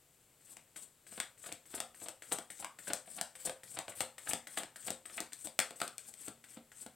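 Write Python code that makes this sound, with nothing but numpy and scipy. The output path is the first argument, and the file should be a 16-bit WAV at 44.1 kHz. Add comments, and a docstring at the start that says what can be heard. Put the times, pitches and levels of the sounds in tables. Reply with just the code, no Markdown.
"""Over a faint hiss, fingers tick on a deck of large cards and draw off a packet: an overhand shuffle
above a desk in a small, quiet room. About 3.5 times a second card rubs on card and swishes as it slips
free; edges snap against the deck, the packet lands with a soft pat and loose cards patter around it.
The room answers each contact; the microphone ports ring near 8 kHz, mostly on the left."""
import sys
import numpy as np
from scipy import signal
from scipy.fft import rfft, irfft, next_fast_len
from scipy.io import wavfile
from scipy.ndimage import uniform_filter1d, map_coordinates

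SR = 44100
rng = np.random.default_rng(int(sys.argv[2]) if len(sys.argv) > 2 else 0)


def output_pcm(signal):
    """Save a mono or channel-first signal as 16-bit PCM at the path in sys.argv[1].

    Samples are clipped to [-1, 1] before scaling.
    """
    pcm = np.clip(np.atleast_2d(signal).T, -1, 1) * 32767
    wavfile.write(sys.argv[1], SR, np.round(pcm).astype(np.int16))


N = 306495


def amp(db):
    """Decibels to gain."""
    return 10 ** (np.asarray(db) / 20)


def unit(x):
    """Scale to rms 1."""
    return x / np.sqrt(np.mean(x ** 2) + 1e-20)


def along(points, hz):
    """Read a curve of (freq_hz, value) points on a log frequency axis."""
    freqs, values = np.transpose(points)
    return np.interp(np.log(hz + 1), np.log(freqs + 1), values)


def wobble(rate_hz):
    """Smooth random modulation with rate_hz turning knots a second."""
    knots = rng.standard_normal(int(N * rate_hz / SR) + 4)
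    return map_coordinates(knots, [np.arange(N) * rate_hz / SR])


def filtered(x, response):
    """EQ x with a gain given as a function of frequency."""
    size = next_fast_len(N + SR // 2)
    return irfft(rfft(x, size) * response(np.fft.rfftfreq(size, 1 / SR)), size)[..., :N]


def noise(colour):
    """Coloured noise of rms 1."""
    return unit(filtered(rng.standard_normal(N), lambda hz: amp(along(colour, hz))))


def impulse(colour, size=2048):
    """The tightest causal click that has this colour (minimum phase)."""
    cepstrum = irfft(np.log(amp(along(colour, np.fft.rfftfreq(size, 1 / SR)))))
    cepstrum[1:size // 2] *= 2
    cepstrum[size // 2 + 1:] = 0
    return irfft(np.exp(rfft(cepstrum)))


def add(track, start_s, sound):
    """Mix a sound into the track at start_s."""
    part = track[max(round(start_s * SR), 0):][:len(sound)]
    part += sound[:len(part)]


# Colour of the background hiss: freq_hz, gain_db
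HISS_EQ = [(20, -18.5), (60, -13), (100, -10), (135, -6), (200, -15.5), (500, -14), (1000, -21),
           (3000, -21.5), (6000, -26), (7300, -24.5), (8200, -30), (11000, -25), (16000, -30)]
def room_tone(level_db):
    """Still air and microphone hiss make a steady bed."""
    return amp(level_db) * noise(HISS_EQ)


def contacts(colour, starts_s, levels_db, hollow_hz, cupped_db, contact_ms, softness):
    """The cards of a packet land one after another: a short, fading cluster of tiny impacts."""
    size, scatter_db, hollow_width, low_cut_ratio = 2048, 3, .26, 0.11
    track, ms = np.zeros(N), np.arange(size) / SR * 1000
    hz = np.fft.rfftfreq(2 * size, 1 / SR)
    tone = rfft(impulse(colour), 2 * size)
    level_span = .003 * SR  # a hit's level is its energy spread over 3 ms
    hits = np.broadcast(starts_s, levels_db, hollow_hz, cupped_db, contact_ms)
    for start_s, level_db, centre_hz, cup_db, length_ms in hits:
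        age = ms / length_ms
        fade = age ** softness * np.exp(-age ** 2 / 2)
        # the impacts differ in size, but share their energy evenly among the frequencies
        sizes = amp(scatter_db * map_coordinates(rng.standard_normal(size), [ms]))
        phase = np.angle(rfft(rng.standard_normal(size) * fade * sizes))
        cluster = irfft(np.exp(1j * phase)) * np.sqrt(fade)
        # the air between palm and cards rings briefly, more when the hand is cupped
        damping = 1j * hz * centre_hz * hollow_width
        hollow = 1 + amp(cup_db) * damping / (centre_hz ** 2 - hz ** 2 + damping)
        # a small hollow moves little air, so its pat has less bass
        low_cut = (1j * hz / (1j * hz + low_cut_ratio * centre_hz)) ** 2
        hit = irfft(rfft(cluster, 2 * size) * tone * hollow * low_cut)
        add(track, start_s, amp(level_db) * hit * np.sqrt(level_span / np.sum(hit ** 2)))
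    return track


# Three layers of a card hit (dull body, slap of the faces, crisp edge): freq_hz, gain_db
BODY_EQ = [(25, -40), (60, -12), (110, -7.5), (250, -3.5), (450, -3.5), (750, 1), (1100, -11.5), (1600, -9),
           (4000, -66)]
SLAP_EQ = [(100, -56), (400, -75), (850, -5.5), (1300, 2.5), (2200, 4), (3500, 3.5), (5000, -4),
           (8000, -35.5)]
EDGE_EQ = [(300, -73), (2000, -9), (4500, 2), (6500, 0.5), (9500, -1.5), (12000, -7), (16000, -13)]
# Cues for drawing off a packet, levels before each layer's trim:
# start_s, slip_s, grip_db, slide_db, swish_db
DRAW_CUES = [(0.407, 0.53, -71, -64, -60), (0.76, 0.77, -52, -44.5, -54), (0.776, .828, -75, -59, -62),
             (1.0663, 1.173, -58, -57.5, -62), (1.376, 1.47, -66, -57.5, -49),
             (1.655, 1.756, -62, -59.5, -46), (1.945, 2.038, -57.5, -58.5, -51),
             (2.2213, 2.329, -48, -57.5, -40), (2.5018, 2.606, -46.5, -57.5, -47.5),
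             (2.787, 2.883, -49.5, -57, -47), (3.058, 3.168, -63, -58, -49.5),
             (3.3526, 3.459, -52, -56, -41.5), (3.6337, 3.751, -50, -55.5, -52),
             (3.882, 3.898, -62, -60, -50.5), (3.949, 4.016, -82, -48, -46),
             (4.1807, 4.297, -46.5, -58, -38.5), (4.4698, 4.581, -46, -56.5, -42.5),
             (4.759, 4.873, -48.5, -57, -42.5), (5.0549, 5.172, -49, -56, -50.5),
             (5.321, 5.454, -53, -58.5, -48), (5.756, 5.839, -65, -56, -52),
             (5.989, 6.09, -58, -61.5, -56.5), (6.1389, 6.266, -65, -58.5, -59),
             (6.44, 6.546, -54, -60.5, -67), (6.7174, 6.831, -55, -59, -64.5)]
def grips(trim_db=-8):
    """Each stroke opens with a small, hollow tick as the fingers take the packet."""
    start_s, _, level_db, *_ = np.transpose(DRAW_CUES)
    gap_hz = 1860  # the narrow gap between fingers and deck
    under_db = level_db + trim_db
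    slap = contacts(SLAP_EQ, start_s, level_db, gap_hz, cupped_db=9, contact_ms=2.1, softness=0.079)
    body = contacts(BODY_EQ, start_s, under_db, gap_hz, cupped_db=-4, contact_ms=2.6, softness=0.11)
    edge = contacts(EDGE_EQ, start_s, under_db, gap_hz, cupped_db=-9, contact_ms=4.2, softness=0.21)
    return slap + body + edge


def friction_noise(colour, drift_db):
    """Friction noise of rms 1 whose colour drifts as the cards bend and the contact moves."""
    bands = signal.stft(noise(colour), nperseg=256)[2]
    drift = uniform_filter1d(rng.standard_normal(bands.shape), size=7, axis=0)
    drift = unit(uniform_filter1d(drift, size=9, axis=1))
    return unit(signal.istft(bands * amp(drift_db * drift), nperseg=256)[1][:N])


# Colour of card rubbing on card: freq_hz, gain_db
RUB_EQ = [(30, -45), (100, 0), (250, 1), (700, -2), (1200, -7), (1800, -6), (3500, -3.5), (6000, 1),
          (8500, 4), (11000, 1), (16000, -7.5)]
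def sliding(grain_db=3, uneven_db=3, ticks_per_s=170, tick_db=-9, trim_db=-3):
    """Card rubs on card at an uneven hand speed; edges catch with tiny, dull ticks."""
    attack_s, release_s = 0.0054, 0.014
    scuff_db, scuff_s = -3, 0.0067  # the fingers scuff the cards as they take hold
    creep_db, creep_s, speed_up_s = -7, 0.032, 0.022  # the packet creeps, then is pulled up to speed
    envelope, age = np.zeros(N), np.arange(SR // 2) / SR
    attack = np.clip(age / attack_s, 0, 1)
    creeping = 1 - np.clip((age - creep_s) / speed_up_s, 0, 1)
    for start_s, slip_s, grip_db, slide_db, _ in DRAW_CUES:
        scuff = amp(grip_db + scuff_db) * np.exp(-age / scuff_s)
        pull = amp(slide_db + creep_db * creeping)
        release = np.exp(-np.maximum(start_s + age - slip_s, 0) / release_s)
        add(envelope, start_s, attack * (scuff + pull) * release)
    roughness = unit(amp(grain_db * wobble(1600) + uneven_db * wobble(55)))
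    rub = roughness * friction_noise(RUB_EQ, drift_db=2.5)
    catches = (rng.random(N) < ticks_per_s / SR) * rng.random(N)
    ticks = unit(signal.fftconvolve(catches, impulse(SLAP_EQ))[:N])
    return amp(trim_db) * envelope * (rub + amp(tick_db) * ticks)


# Bright colour of a packet slipping free: freq_hz, gain_db
SWISH_EQ = [(50, -55), (300, -19.5), (1500, -15.5), (4000, -7), (7000, -2.5), (10000, -0.5), (13000, -8),
            (16000, -17)]
def swishes(half_width_s=0.0061, grain_db=3, puff_db=-7, trim_db=-1.5):
    """The friction swells and brightens as a packet slips free and pushes out a dull puff of air."""
    t = np.arange(N) / SR
    swell = sum(amp(swish_db) * np.exp(-.5 * ((t - slip_s) / half_width_s) ** 2)
                for _, slip_s, _, _, swish_db in DRAW_CUES)
    hiss = unit(amp(grain_db * wobble(600))) * friction_noise(SWISH_EQ, drift_db=0.8)
    return amp(trim_db) * swell * (hiss + amp(puff_db) * noise(BODY_EQ))


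def landing(start_s, level_db, hollow_hz, cupped_db, contact_ms, softness):
    """A packet meets the hand: its bulk pats and its faces slap, balanced by the shape of the palm."""
    even_hz, tilt_db_per_octave, cup_boost_db = 797, 1.78, 1
    tilt_db = tilt_db_per_octave * np.log2(hollow_hz / even_hz)  # flatter hand: higher hollow, more slap
    shape = hollow_hz, cupped_db + cup_boost_db, contact_ms, softness
    body = contacts(BODY_EQ, start_s, level_db - tilt_db, *shape)
    slap = contacts(SLAP_EQ, start_s, level_db + tilt_db, *shape)
    return body + slap


# Cues for card edges striking the deck: start_s, knock_db, edge_db, hollow_hz, cupped_db
SNAP_CUES = [(0.5683, -54, -53.5, 1770, -2), (1.201, -37.5, -37, 3560, -9), (1.519, -48.5, -58, 2370, 4),
             (1.5245, -51.5, -44, 272, -3), (1.8023, -38, -38.5, 780, 7), (2.0844, -46, -45.5, 644, 13),
             (2.0911, -58, -52, 614, -8), (2.3208, -37.5, -45, 720, 10), (2.3853, -43, -45, 660, -1),
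             (2.6454, -40.5, -45, 1070, 12), (2.9336, -39.5, -33.5, 614, 3),
             (3.2122, -39.5, -35.5, 686, -6), (3.4954, -40, -49, 550, 5), (3.7881, -39.5, -41, 730, 3),
             (3.8807, -43.5, -57, 630, 2), (4.0059, -32.5, -37, 920, 3.5), (4.3335, -35, -35.5, 714, 0),
             (4.6333, -45, -50, 850, -10), (4.9044, -41.5, -38.5, 310, -15), (5.2039, -44.5, -38, 320, -3),
             (5.3321, -56.5, -45.5, 3440, -19), (5.4712, -47, -47.5, 514, 5),
             (5.5904, -29, -29.5, 2240, 1.5), (5.6009, -37, -33.5, 1700, 22), (5.707, -49, -53, 468, 5),
             (5.802, -47, -48, 1970, 2), (5.8157, -31.5, -40.5, 1180, 9.5), (5.8778, -49, -45.5, 1520, -20),
             (5.9815, -59.5, -44.5, 2380, 10), (6.1389, -65, -52.5, 2400, 11),
             (6.2825, -56.5, -46.5, 232, -15), (6.863, -49.5, -54.5, 226, 6)]
def snaps(even_contact_ms=1.6, halving_db=25, edge_cup_db=-17):
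    """Edges hit the deck with a knock and a crisp snap, shorter the more squarely they strike."""
    start_s, knock_db, edge_db, hollow_hz, cupped_db = np.transpose(SNAP_CUES)
    contact_ms = even_contact_ms * 2 ** ((knock_db - edge_db) / halving_db)
    knock = landing(start_s, knock_db, hollow_hz, cupped_db, contact_ms, softness=0.11)
    edge = contacts(EDGE_EQ, start_s, edge_db, hollow_hz, cupped_db + edge_cup_db, contact_ms,
                    softness=0.19)
    return knock, edge


# Cues for packets landing flat in the palm: start_s, level_db, hollow_hz, cupped_db
PAT_CUES = [(1.1213, -55, 660, -8), (1.177, -46, 624, -6), (1.4395, -52, 1540, 9), (1.4607, -49.5, 1220, 1),
            (1.4884, -49.5, 520, -2), (1.739, -44, 330, 0), (1.777, -46.5, 600, 0), (2.016, -53, 320, -3),
            (2.0595, -48.5, 710, -8), (2.3158, -40.5, 474, 8), (2.624, -46, 810, 21),
            (2.871, -47.5, 1520, 19), (2.8785, -44, 520, 11), (2.901, -39, 524, -1), (3.074, -56, 520, 5),
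            (3.184, -43.5, 1390, 1), (3.472, -42, 540, 4), (3.7701, -42, 780, -5), (3.918, -54, 1940, 11),
            (4.2697, -44, 1550, 10), (4.31, -42, 2460, 9), (4.5729, -35, 1680, -1), (4.6, -46, 690, -7),
            (4.88, -40, 1490, -3), (5.0964, -54, 2000, 5), (5.179, -39, 2170, 19), (6.2775, -45.5, 230, 0),
            (6.5695, -51, 228, 7)]
def pats():
    """The freed packet lands flat on a cushion of air, so its pat sets in softly."""
    return landing(*np.transpose(PAT_CUES), contact_ms=4.36, softness=0.31)


def patter(cards=5, lead_s=0.0073, window_s=.022, trim_db=-16, centre_hz=940):
    """A few loose cards drop around each packet, softer than it and each at its own pitch."""
    spread_db, spread_octaves = 0.5, 0.94
    pat_s, pat_db, *_ = np.repeat(PAT_CUES, cards, axis=0).T
    delay, strength, pitch = rng.random((len(pat_s), 3)).T
    start_s = pat_s - lead_s + window_s * delay
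    level_db = pat_db + trim_db + spread_db * (2 * strength - 1)
    hollow_hz = centre_hz * 2 ** (spread_octaves * (2 * pitch - 1))
    return landing(start_s, level_db, hollow_hz, cupped_db=6, contact_ms=1.75, softness=0.28)


# Reverb time of the small room: freq_hz, t60_s
REVERB_DECAY = [(150, 0.15), (400, 0.23), (1040, 0.32), (2760, 0.25), (7280, 0.26), (15000, 0.2)]
# Colour of its reflections: freq_hz, gain_db
REVERB_EQ = [(30, 4), (70, -6.5), (140, 9), (310, 1.5), (410, -6.5), (500, 2.5), (700, -2), (1200, 1.5),
             (2000, -2), (3500, 0.5), (6000, -2.5), (9000, -1.5), (16000, -4)]
def room_tail(build_s=0.0011):
    """Diffuse reflections build up quickly and die at their own speed at each frequency."""
    hz, t, bands = signal.stft(rng.standard_normal(SR // 2), SR, nperseg=256)
    decay = amp(-60 * t / along(REVERB_DECAY, hz)[:, None])
    energy = np.sum(decay ** 2, axis=1, keepdims=True) * t[1] * SR
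    decay *= amp(along(REVERB_EQ, hz))[:, None] / np.sqrt(energy)
    tail = signal.istft(bands * decay, SR, nperseg=256)[1]
    return tail * np.clip(np.arange(len(tail)) / (build_s * SR) - .5, 0, 1)


# Low ring of desk and walls: pitch_hz, relative_db, t60_s
ROOM_MODES = [(233, 3.5, 0.56), (331.7, 18, 0.058), (522, 9, 0.37), (707, 10.5, 0.15)]
def room(send, ring_db=-61, wet_db=-1, tails=28):
    """The hands keep moving, so the reflections change; a few low resonances stay put."""
    wet, start = np.zeros(N), 0
    for piece in np.array_split(send, tails):
        add(wet, start / SR, signal.fftconvolve(piece, room_tail()))
        start += len(piece)
    t = np.arange(SR // 2) / SR
    ring = sum(amp(db - 60 * t / t60_s) * np.sin(2 * np.pi * hz * t) for hz, db, t60_s in ROOM_MODES)
    return amp(wet_db) * wet + amp(ring_db) * signal.fftconvolve(send, ring)[:N]


# Stereo width, the share of the reflections that differs between the ports: freq_hz, side_db
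WIDTH_EQ = [(200, -37), (700, -33), (3000, -34), (12000, -22)]
def scene():
    """Cards, room and still air reach two close microphones almost alike; the snaps are a bit drier."""
    knocks, edges = snaps()
    hits = knocks + grips() + pats() + patter()
    friction = sliding() + swishes()
    send = hits + amp(-1.5) * edges + amp(-0.4) * friction
    mid = hits + edges + friction + room(send) + room_tone(-70.5)
    side = filtered(room(send), lambda hz: amp(along(WIDTH_EQ, hz))) + room_tone(-85.5)
    return np.array([mid + side, mid - side])


# Treble ring of the microphone ports: freq_hz, gain_db
PORT_EQ = [(5800, 0), (6900, 3), (7600, 9), (8200, 15.5), (8800, 8.5), (10000, 3), (12000, 3.5)]
# How much louder the left port is: freq_hz, left_minus_right_db
PORT_BALANCE = [(250, 0), (700, -.4), (1400, -.1), (2300, 3.2), (4400, 3.7), (5600, 6), (7500, 13.5),
                (9400, 8.5), (10500, 0), (14000, -1)]
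def record(dry, top_hz=16050):
    """The ports ring in the treble, the left one more; nothing is kept above top_hz."""
    rung = signal.fftconvolve(dry, impulse(PORT_EQ)[None], axes=1)[:, :N]
    pan = lambda hz: 2 / (1 + amp(np.outer([-1, 1], along(PORT_BALANCE, hz))))
    return filtered(rung, lambda hz: pan(hz) * (hz < top_hz))


dry = scene()
out = record(dry)
output_pcm(out)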